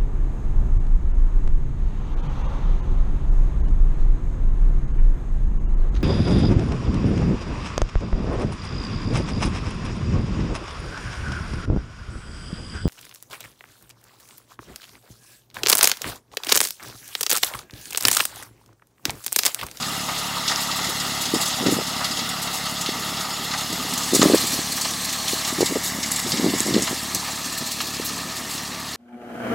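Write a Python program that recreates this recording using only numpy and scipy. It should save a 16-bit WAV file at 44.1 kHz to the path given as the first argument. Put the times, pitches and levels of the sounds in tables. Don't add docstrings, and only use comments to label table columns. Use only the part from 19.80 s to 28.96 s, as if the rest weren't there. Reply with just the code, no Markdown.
import sys
import numpy as np
from scipy import signal
from scipy.fft import rfft, irfft, next_fast_len
from scipy.io import wavfile
from scipy.ndimage import uniform_filter1d, map_coordinates

SR = 44100
rng = np.random.default_rng(int(sys.argv[2]) if len(sys.argv) > 2 else 0)


def voltage_ratio(decibels):
    exponent = np.asarray(decibels, float) / 20
    return 10 ** exponent


def pcm_store(signal):
    levels = np.round(np.clip(np.atleast_2d(signal), -1, 1) * 32767)
    wavfile.write(sys.argv[1], SR, levels.astype(np.int16).T)


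N = 403956
TIME = np.arange(N) / SR


def unit(x):
    return x / np.sqrt(np.mean(x ** 2) + 1e-20)


def along(points, hz):
    f, v = np.transpose(points)
    return np.interp(np.log(hz + 1), np.log(f + 1), v)


def curves(rows):
    s, *cols = np.transpose(rows)
    return [np.interp(TIME, s, c) for c in cols]


def wobble(rate):
    coarse = TIME[::32]
    knots = rng.standard_normal(int(N * rate / SR) + 4)
    return np.interp(TIME, coarse, map_coordinates(knots, [coarse * rate]))


def filtered(x, response):
    m = next_fast_len(N + SR // 2)
    return irfft(rfft(x, m) * response(np.fft.rfftfreq(m, 1 / SR)), m)[..., :N]


def add(track, s, shape):
    part = track[round(s * SR):][:len(shape)]
    part += shape[:len(part)]


def firings():
    # (time [s], rate [firings/s])
    firing_rate = [(0, 35.9), (1.1, 35.9), (1.4, 35.54), (3.15, 35.54), (3.4, 36.03), (6.9, 36.03),
                   (7.1, 36.3), (7.95, 36.3), (8.15, 36), (9.2, 36)]
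    on_beat = 2.5035
    count = np.cumsum(curves(firing_rate)[0]) / SR
    return count - np.interp(on_beat, TIME, count)


def exhaust(count):
    cylinders = [0, 0.32, 1]
    # (frequency [Hz], level [dB])
    pipe_colour = [(40, -32), (55, -21), (72, -3.5), (108, -3), (144, -2.5), (180, 0.5), (215, -5.5),
                   (252, 1), (290, -7.5), (400, -22), (900, -30)]
    at = np.flatnonzero(np.diff(np.floor(count)) > 0)
    strength_db = np.array(cylinders)[np.arange(len(at)) % len(cylinders)]
    pulses = np.zeros(N)
    pulses[at] = voltage_ratio(strength_db + 1.3 * rng.standard_normal(len(at)))

    def pipe(f):
        smear = np.exp(-1.9j * np.log(1 + f / 150))
        return voltage_ratio(along(pipe_colour, f)) * smear
    return unit(filtered(pulses, pipe))


def gear_whine(count):
    # (multiple of the firing rate, level over the exhaust [dB], change as the gearbox turns away [dB/s])
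    gears = [(18, -7.5, -.15), (21, -14, -.3), (21.65, -8, -.8), (26.3, -14, 0), (32.5, -11, -.5)]
    out = np.zeros(N)
    for multiple, db, fade in gears:
        level = voltage_ratio(db + fade * (TIME - 4) + 2.2 * wobble(5.5))
        out += level * np.sin(2 * np.pi * multiple * count + 0.45 * wobble(8))
    return out


def rolling():
    # (frequency [Hz], level [dB per Hz])
    rumble_colour = [(25, -34), (60, -10.5), (130, -10), (250, 2), (380, -7.5), (480, -6), (700, -25)]
    uneven = voltage_ratio(1.6 * wobble(7.8)) * rng.standard_normal(N)
    return unit(filtered(uneven, lambda f: voltage_ratio(along(rumble_colour, f))))


def engine(count):
    # (time [s], exhaust level [dB], boom of the silencer over that [dB])
    distance = [(0, -41, 6), (2, -40, -1), (4, -41, 3), (6, -40, -23), (8, -41.5, -33), (9.2, -41.5, -22)]
    # (frequency [Hz], width [Hz])
    boom_hz, boom_width_hz = (160, 15)
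    pipe = exhaust(count)
    boom = unit(filtered(pipe, lambda f: 1 / (1 + ((f - boom_hz) / boom_width_hz) ** 2)))
    level_db, boom_db = curves(distance)
    mix = voltage_ratio(.3 + 0.9 * wobble(3.04)) * pipe + voltage_ratio(boom_db - 12) * boom
    return voltage_ratio(level_db) * (mix + gear_whine(count) + voltage_ratio(-3.2) * rolling())


def layers_db():
    # (time [s], load [dB], dry hay in the tines [dB], tinwork facing the port [dB])
    work = [(0.0, -29, 2.5, 1), (0.64, -25.5, -5, 0), (0.84, -25, -3, 0), (1.35, -26.5, -1.5, 0.5),
            (1.81, -25, -2.5, 0), (2.02, -26.5, -4, 0), (3.72, -27.5, -3.5, 0), (4.31, -26, 0.5, -1),
            (4.49, -23, 2, -1.5), (4.95, -29, 4, -1), (5.64, -27.5, 1.5, 1), (6.15, -32, 4.5, 3.5),
            (6.55, -26.5, -0.5, -1), (6.84, -28, 1.5, 1), (7.6, -29.5, 0.5, -1), (8.04, -28, -2, -3),
            (8.57, -33, 1.5, 3.5), (9.16, -30, -5.5, -0.5)]
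    layer_db = [-7, -7.5, -12, -12.5]
    hay_share = [0, 0.069, 1, 0.63]
    fade = [-0.11, -0.0081, 0.24, 0.15]
    load_db, hay_db, tin_db = curves(work)
    out = load_db + np.outer(hay_share, hay_db) + np.outer(fade, TIME - 4.5) + np.array(layer_db)[:, None]
    return out + np.outer([1, 0, 0, 0], tin_db)


def working_bed(count):
    bed = voltage_ratio(layers_db())
    knock = np.exp(-3.5 * (2 * count % 1))
    bed *= 1 + np.array([[.15], [.2], [.22], [.12]]) * (knock - knock.mean())
    t = np.arange(SR // 6) / SR
    starts = (rng.random((4, N)) < 45 / SR) * rng.exponential(size=(4, N))
    starts[1:] += 1.5 * starts[:-1]
    scuff = t / 0.0035 * np.exp(1 - t / 0.004)
    scuffs = signal.oaconvolve(starts, scuff[None], axes=1)[:, :N]
    return bed ** 2 * (1 + np.array([[.15], [.18], [.22], [.3]]) * abs(scuffs))


def add_slaps(power):
    # (time [s], level [dB], centre [octaves above 1 kHz],
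    # spread [octaves])
    slaps = [(0.022, -28, 1.85, 0.55), (0.6773, -23.5, 2.25, 0.52), (0.711, -26, 1.2, 0.95),
             (1.454, -28, 2.1, .6), (1.541, -28, 1, 2.4), (1.862, -24, 1.3, 1.04), (2.207, -27.5, .6, 0.88),
             (2.243, -27.5, 1.65, 1.14), (2.37, -29.5, 1.9, 0.69), (3.06, -23, 1.5, 0.56),
             (3.71, -29.5, 1.7, 0.72), (3.734, -24.5, 1.15, 0.83), (3.807, -33, 1.8, 1.6),
             (4.175, -29.5, 2.9, .6), (4.348, -19, 2.9, 0.54), (4.413, -18, 1, 1.04),
             (5.011, -26.5, 2.8, 0.47), (5.046, -28, 1.3, 1.3), (5.48, -26.5, 2.1, 0.71),
             (5.6455, -27, 1.9, .7), (5.8045, -29, 2.3, 1.2), (5.858, -27.5, 2.6, 0.76),
             (6.2287, -25, 2.36, 0.5), (6.3589, -27, 2.74, 0.57), (6.519, -27, 2.1, 0.5),
             (6.938, -25.5, 1.5, 0.76), (7.0209, -23.5, 2.67, 0.41), (7.071, -26, 1.06, 1),
             (7.346, -28, 2.65, 0.88), (8.0015, -26.5, 1.1, 0.83),
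             (0.283, -27, .3, 0.87), (0.379, -32, 2.7, .6), (0.503, -34.5, .3, .7), (0.694, -26, 1, 1.2),
               (0.753, -30, 1.8, .4), (0.913, -27, 1.7, .5), (0.99, -30, .4, .7), (1.043, -29.5, 2, .5),
               (1.2, -28, 2.5, .4), (1.238, -37, .3, .7), (1.598, -26, .3, .7), (1.656, -30, 2.5, .7),
               (1.676, -28, 2.8, .4), (1.702, -30, 2, .5), (2.067, -34, 2.7, .7), (2.31, -30, 2.4, 0.51),
               (2.389, -29, 2.2, 0.46), (2.675, -33, 1.6, .6), (2.907, -35.5, 3.8, .4),
               (3.01, -32, 2.7, .7), (3.367, -30.5, 1.8, .4), (3.407, -33, 2.2, .7), (3.777, -33.5, 2, .6),
               (3.925, -34, 3, .5), (4.232, -32, 2.8, .4), (4.336, -25, 2.7, .5), (4.599, -34, 3.4, 0.83),
               (4.668, -29, 3.3, .6), (4.975, -30.5, .2, .6), (5.202, -34, 2.5, .4),
               (5.291, -34, 2.5, 0.72), (5.562, -33, .4, .7), (6.39, -31, 2.9, 0.45), (6.57, -30, 2.3, .5),
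               (6.742, -34, 2.8, 0.37), (6.865, -29, 2.9, 0.36), (7.483, -30.5, .4, .7),
               (7.511, -36, 2.5, .4), (7.556, -38, 2.8, 0.44), (8.287, -34, 2.6, .6),
               (8.376, -36.5, 2.7, .5), (8.777, -35, 1.7, .6)]
    layer_oct = [.5, 2, 2.85, 3.5]
    lag_s_per_oct = .003
    t = np.arange(SR // 6) / SR
    blow = 0.86 * np.exp(-(t / 0.014) ** 2)
    falling_hay = 0.5 * np.exp(-t / 0.062)
    shape = (1 - np.exp(-t / 0.00066)) * (blow + falling_hay)
    for s, db, centre, spread in slaps:
        for track, octave in zip(power, layer_oct):
            lag = lag_s_per_oct * max(centre + spread - octave - .7, 0)
            level = voltage_ratio(db - 4.25 * ((octave - centre) / spread) ** 2)
            add(track, s + lag, (level * shape) ** 2)


def add_rustles(power):
    # (time [s], level [dB], length [s])
    rustles = [(0.802, -30.5, 0.041), (0.957, -30, 0.025), (1.09, -29, 0.02), (1.41, -27, 0.025),
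               (1.607, -24.5, 0.027), (1.908, -27.5, 0.046), (2.488, -27, 0.01), (2.617, -29, 0.028),
               (2.729, -30.5, 0.053), (3.012, -37, .015), (3.25, -39, 0.067), (4.961, -29, .03),
               (7.652, -37, .015), (8.008, -31, .012), (4.56, -33, 0.018), (4.134, -25, 0.0099),
               (4.418, -28, 0.052), (4.545, -22.5, 0.018), (4.718, -26, 0.036), (4.918, -24.5, 0.01),
               (5.243, -27, 0.016), (5.325, -26, 0.012), (5.482, -29.5, 0.069), (5.668, -30, 0.026),
               (6.032, -27.5, 0.052), (6.312, -28.5, 0.031), (6.49, -30, 0.029), (6.78, -29, 0.038),
               (7.716, -35, 0.018), (7.774, -27.5, 0.018), (7.859, -30.5, 0.023), (7.91, -28, 0.018),
               (8.067, -30, 0.015), (8.248, -30.5, 0.034), (8.56, -33, 0.029), (8.692, -34.5, 0.085)]
    t = np.arange(SR // 6) / SR
    for s, db, length in rustles:
        swell = voltage_ratio(2 * db - 6.5) * (1 - np.exp(-t / 0.0033)) * np.exp(-(t / length) ** 3)
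        add(power[3], s, swell)
        add(power[2], s, 0.5 * swell)
        add(power[1], s, 0.55 * swell)


def patchy(patchy_db):
    hz, t, z = signal.stft(rng.standard_normal(N), SR, nperseg=512)
    field = uniform_filter1d(rng.standard_normal(z.shape), size=8, axis=0)
    field = uniform_filter1d(field, size=4, axis=1)
    return hz, t, z * voltage_ratio(patchy_db * unit(field))


def four_bands(patchy_db):
    # (time [s], bearing [0 facing, 1 turning, 2 turned away, 3 turned back])
    held = [(0, 0), (4, 0), (4.7, 1), (5.5, 1), (5.9, 2), (6.9, 2), (7.3, 2.7), (7.7, 3), (8.45, 3),
            (8.7, 2.55), (9.2, 2.55)]
    # (frequency [Hz], level [dB per Hz])
    machine_colour = [(250, -35), (500, -12.5), (700, -2.5), (1300, 1), (2200, -1.5), (4000, -2),
                      (5500, -3), (8200, -3), (10500, -7.5), (13000, -12), (15800, -15)]
    # (frequency [Hz], width [Hz], depth [dB], below zero a lift)
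    bearings = [
        [(1070, 59, 13), (1235, 83, -4.5), (1624, 330, 9.5), (2392, 396, 12.5), (3060, 200, 6.5),
         (4640, 140, 2.5), (5900, 400, 6.5), (6440, 230, -2), (6640, 160, 11), (6820, 210, -4.5),
         (7500, 180, 7), (9090, 1460, 7)],
        [(980, 51, 14), (1450, 175, 13), (2330, 790, 5.5), (3550, 210, -3.5), (4240, 500, -6.5),
         (5800, 300, -1), (9450, 2000, 5)],
        [(985, 190, 1), (1484, 210, 9), (2500, 290, 11), (3140, 340, 5.5), (6040, 160, 10), (9230, 1200, 8),
         (11300, 510, 0)],
        [(1252, 80, -8.5), (1460, 247, 8.5), (1790, 150, -6.5), (2150, 780, 4.5), (3030, 120, 8), (4130, 50, 0),
         (4230, 470, -5), (9500, 1900, 5), (11400, 760, 0.5)],
    ]
    edges_hz = [2500, 5500, 9000]
    hz, t, z = patchy(patchy_db)
    turn = np.interp(t, *np.transpose(held))
    colour_db = along(machine_colour, hz)[:, None]
    for k, hollows in enumerate(bearings):
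        dips_db = sum(db * np.exp(-2 * ((hz - centre_hz) / w) ** 2) for centre_hz, w, db in hollows)
        nearness = np.clip(1 - abs(turn - k), 0, 1)
        colour_db = colour_db - np.outer(dips_db, nearness)
    below = [0 * hz] + [1 / (1 + (hz / edge) ** 12) for edge in edges_hz] + [1 + 0 * hz]
    bands = voltage_ratio(colour_db) * np.sqrt(abs(np.diff(below, axis=0)))[:, :, None]
    bands /= np.linalg.norm(bands, axis=1, keepdims=True)
    parts = signal.istft(z * bands, nperseg=512)[1][:, :N]
    return parts / parts.std(axis=1, keepdims=True)


def stalk_hiss():
    # (time [s], level [dB], length [s])
    hisses = [(0.96, -40, .02), (1.411, -37, .015), (1.61, -37, .02), (3.01, -39, .015), (4.131, -39, .01),
              (4.955, -35, .025), (5.012, -37, .012), (5.668, -33, .026), (5.89, -39, .015),
              (6.03, -38, .05), (6.49, -38, .025), (7.648, -41, .012), (7.775, -37, .02),
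              (7.912, -40, .015), (8.008, -39, .012), (8.2455, -26, 0.032), (8.41, -40, .02)]
    t = np.arange(SR // 6) / SR
    swell = np.zeros(N)
    for s, db, length in hisses:
        add(swell, s, voltage_ratio(db) * (1 - np.exp(-t / 0.001)) * np.exp(-(t / length) ** 3))
    hiss = filtered(rng.standard_normal(N), lambda f: 1 / (1 + (11000 / (f + 1)) ** 6))
    return swell * unit(hiss)


def rake(count):
    power = working_bed(count)
    add_slaps(power)
    add_rustles(power)
    machine = np.sum(np.sqrt(power) * four_bands(patchy_db=1.63), axis=0)
    return machine + stalk_hiss()


def tines():
    # (time [s], level [dB], frequency [Hz], t60 [s])
    pings = [(1.965, -29, 5100, .3), (3.534, -15, 6900, .05), (5.49, -18, 6900, .08),
             (2.16, -20, 3900, .07)]
    out, t = np.zeros(N), np.arange(SR // 6) / SR
    for s, db, hz, t60 in pings:
        ring = voltage_ratio(db - 60 * t / t60) * np.sin(2 * np.pi * hz * t)
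        add(out, s, (1 - np.exp(-t / .005)) * ring)
    return out


def snap(hz):
    t = np.arange(200) / SR
    return (1 - np.exp(-t / .0001)) * voltage_ratio(-60 * t / 0.0019) * np.sin(2 * np.pi * hz * t)


def stalks():
    # (time [s], peak level [dB], frequency [Hz])
    snaps = [(4.43, 4, 7000), (3.0615, -11, 3900), (6.5262, -12, 4200), (6.2886, -16, 9000),
             (6.311, -11, 8000), (6.3172, -4, 10500), (6.3205, -3, 7500), (6.5202, -2, 4600),
             (6.523, -6, 5000), (6.7985, -8, 6040), (6.8046, 2.5, 7660), (7.0224, -3, 7300),
             (7.348, -5, 11700), (7.349, -6, 6100), (2.2445, -11, 5500), (0.76, -3, 5500), (6.4, -9, 4600),
             (7.4, -13, 6000), (5.8065, -15, 5000), (1.7, -13, 3500)]
    out = np.zeros(N)
    for s, db, hz in snaps:
        add(out, s, voltage_ratio(db + 4.0) * snap(hz))
    crackle = voltage_ratio(layers_db()[3] + 12)
    for hz in (5000, 8500, 12500):
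        breaks = (rng.random(N) < 14 / SR) * rng.standard_normal(N) * crackle
        out += signal.oaconvolve(breaks, snap(hz))[:N]
    return out


def gusts():
    # (start time [s], hold [s], level [dB])
    blows = [(1.545, .03, -30), (1.806, 0.04, -30), (1.853, 0.034, -23), (1.902, 0.037, -24),
             (1.949, 0.06, -30), (2.427, 0.012, -37), (3.902, 0.035, -33), (4.326, 0.04, -33),
             (4.378, 0.063, -30), (4.45, 0.022, -27), (4.482, 0.045, -31), (4.533, 0.018, -29),
             (4.622, .012, -36), (5.782, 0.05, -29), (5.893, 0.033, -29), (5.95, 0.015, -26),
             (6.142, 0.044, -38), (6.447, 0.031, -31), (6.526, 0.082, -29.5), (6.623, 0.085, -27),
             (6.739, .025, -33), (6.809, 0.0093, -34), (6.845, 0.1, -30.5), (6.92, 0.11, -26.5),
             (7.094, 0.025, -30), (7.34, 0.049, -39.5), (7.66, .03, -40), (7.805, .02, -35),
             (8.444, 0.033, -43), (3.99, 0.15, -43), (4.729, 0.011, -30), (4.894, .01, -34),
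             (8.34, .01, -43), (3.978, .012, -34), (3.63, 0.016, -39)]
    rise_s, fall_s = 0.0036, 0.009
    out, t = np.zeros(N), np.arange(SR // 2) / SR
    for s, hold, db in blows:
        fall = np.exp(-np.clip(t - hold, 0, None) / fall_s)
        add(out, s, voltage_ratio(db) * (1 - np.exp(-t / rise_s)) * fall)
    return out


def eddy(t, hz, turn):
    envelope = np.exp(-(t * hz / np.where(t < 0, 0.45, 0.95)) ** 2)
    phase = 2 * np.pi * (hz * t + turn)
    steep_face = 0.25 * np.exp(-(t * hz / 0.45) ** 2) * np.sin(2 * phase)
    return envelope * (np.sin(phase) + steep_face)


def wind():
    # (frequency [Hz], level [dB per Hz])
    buffet = [(24, -65), (40, -33), (59, -10.5), (243, 2), (542, -12), (746, -18), (811, -24), (919, -40),
              (1100, -46), (1430, -64), (2420, -120)]
    # (middle time [s], peak level [dB], frequency [Hz])
    eddies = [(1.5393, -8.5, 312), (1.5472, -15, 368), (1.8101, -18, 220), (1.8279, -20, 410),
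              (1.8392, -17, 335), (1.8634, -9.5, 401), (1.8712, -11, 338), (1.8851, -10.5, 294),
              (1.9248, -11.5, 292), (1.9658, -22, 280), (1.9888, -15.5, 408), (3.0909, -16.5, 338),
              (4.3275, -16.0, 340), (4.3348, -7.5, 317), (4.3483, -10, 342), (4.3557, -14, 375),
              (4.366, -13, 325), (4.3957, -7.5, 242), (4.4177, -6, 250), (4.431, -6, 417),
              (4.44, -6.5, 294), (4.4602, -2, 286), (4.4688, -8.0, 295), (4.484, -13, 302),
              (4.5, -6.5, 408), (4.5072, -10.0, 322), (4.5214, -10, 364), (4.5367, -5, 309),
              (4.5457, 0, 418), (4.558, -13.5, 345), (4.7915, -17.5, 296), (5.5338, -15.5, 335),
              (5.7274, -18, 288), (5.808, -6.5, 374), (5.82, -9, 370), (5.8298, -5.5, 370),
              (5.924, -16, 356), (5.9642, -12, 380), (6.5982, -12.5, 260), (6.636, -22, 273),
              (6.6443, -9.0, 310), (6.6634, -7.5, 317), (6.6728, -12.5, 293), (6.6852, -16, 263),
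              (6.7044, -19, 319), (6.739, -10.5, 320), (6.7503, -19, 299), (6.8066, -17.0, 271),
              (6.8642, -17.0, 297), (6.8854, -16, 288), (6.909, -13.0, 277), (6.9448, -10.0, 301),
              (6.9654, -6, 302), (6.9812, -10, 382), (6.9937, -13.5, 301), (7.0098, -19, 262),
              (7.0224, -24, 286), (7.1125, -20.5, 263), (7.1298, -18, 314), (8.1993, -17.5, 373),
              (1.566, -20, 300), (1.892, -12, 342), (2.017, -21, 480), (2.43, -25, 245), (3.902, -19.5, 209),
             (3.93, -19, 300), (4.455, -8, 520), (4.5405, -11, 270), (1.968, -18, 230), (6.877, -18, 260),
             (6.893, -17, 280), (6.955, -14, 250), (7.035, -22, 240), (5.79, -19, 330), (4.642, -18.5, 300),
             (5.911, -20, 380), (5.959, -14, 440), (5.97, -15, 380), (6.187, -21, 250), (6.465, -21, 390),
             (8.455, -26, 200)]
    swirl_hz = [230, 290, 380]
    swirl_per_s, swirl_db = 25, -8
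    breeze_db = -43
    uneven = voltage_ratio(3.5 * wobble(70)) * rng.standard_normal(N)
    roar = unit(filtered(uneven, lambda f: voltage_ratio(along(buffet, f))))
    gust = gusts()
    out = (gust + voltage_ratio(breeze_db + 2.0 * wobble(2.73))) * roar
    t = np.arange(-SR // 80, SR // 80) / SR
    for hz in swirl_hz:
        kicks = (rng.random(N) < swirl_per_s / SR) * rng.standard_normal(N) * gust * voltage_ratio(swirl_db)
        out += signal.oaconvolve(kicks, eddy(t, hz, 0.04), mode="same")
    for s, db, hz in eddies:
        add(out, s + t[0], voltage_ratio(db) * eddy(t, hz, rng.random()))
    return filtered(out, lambda f: 1 / (1 + (80 / (f + 1)) ** 3))


def scene():
    count = firings()
    return np.tile(engine(count) + rake(count) + tines() + stalks() + wind(), (2, 1))


def roll_off(x):
    return signal.sosfilt(signal.butter(12, 16680, fs=SR, output="sos"), x)


def record(dry):
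    limited = filtered(dry[0], lambda f: f < 15830)
    return roll_off(np.clip(np.tile(limited, (2, 1)), -1, 1))


dry = scene()
out = record(dry)
pcm_store(out)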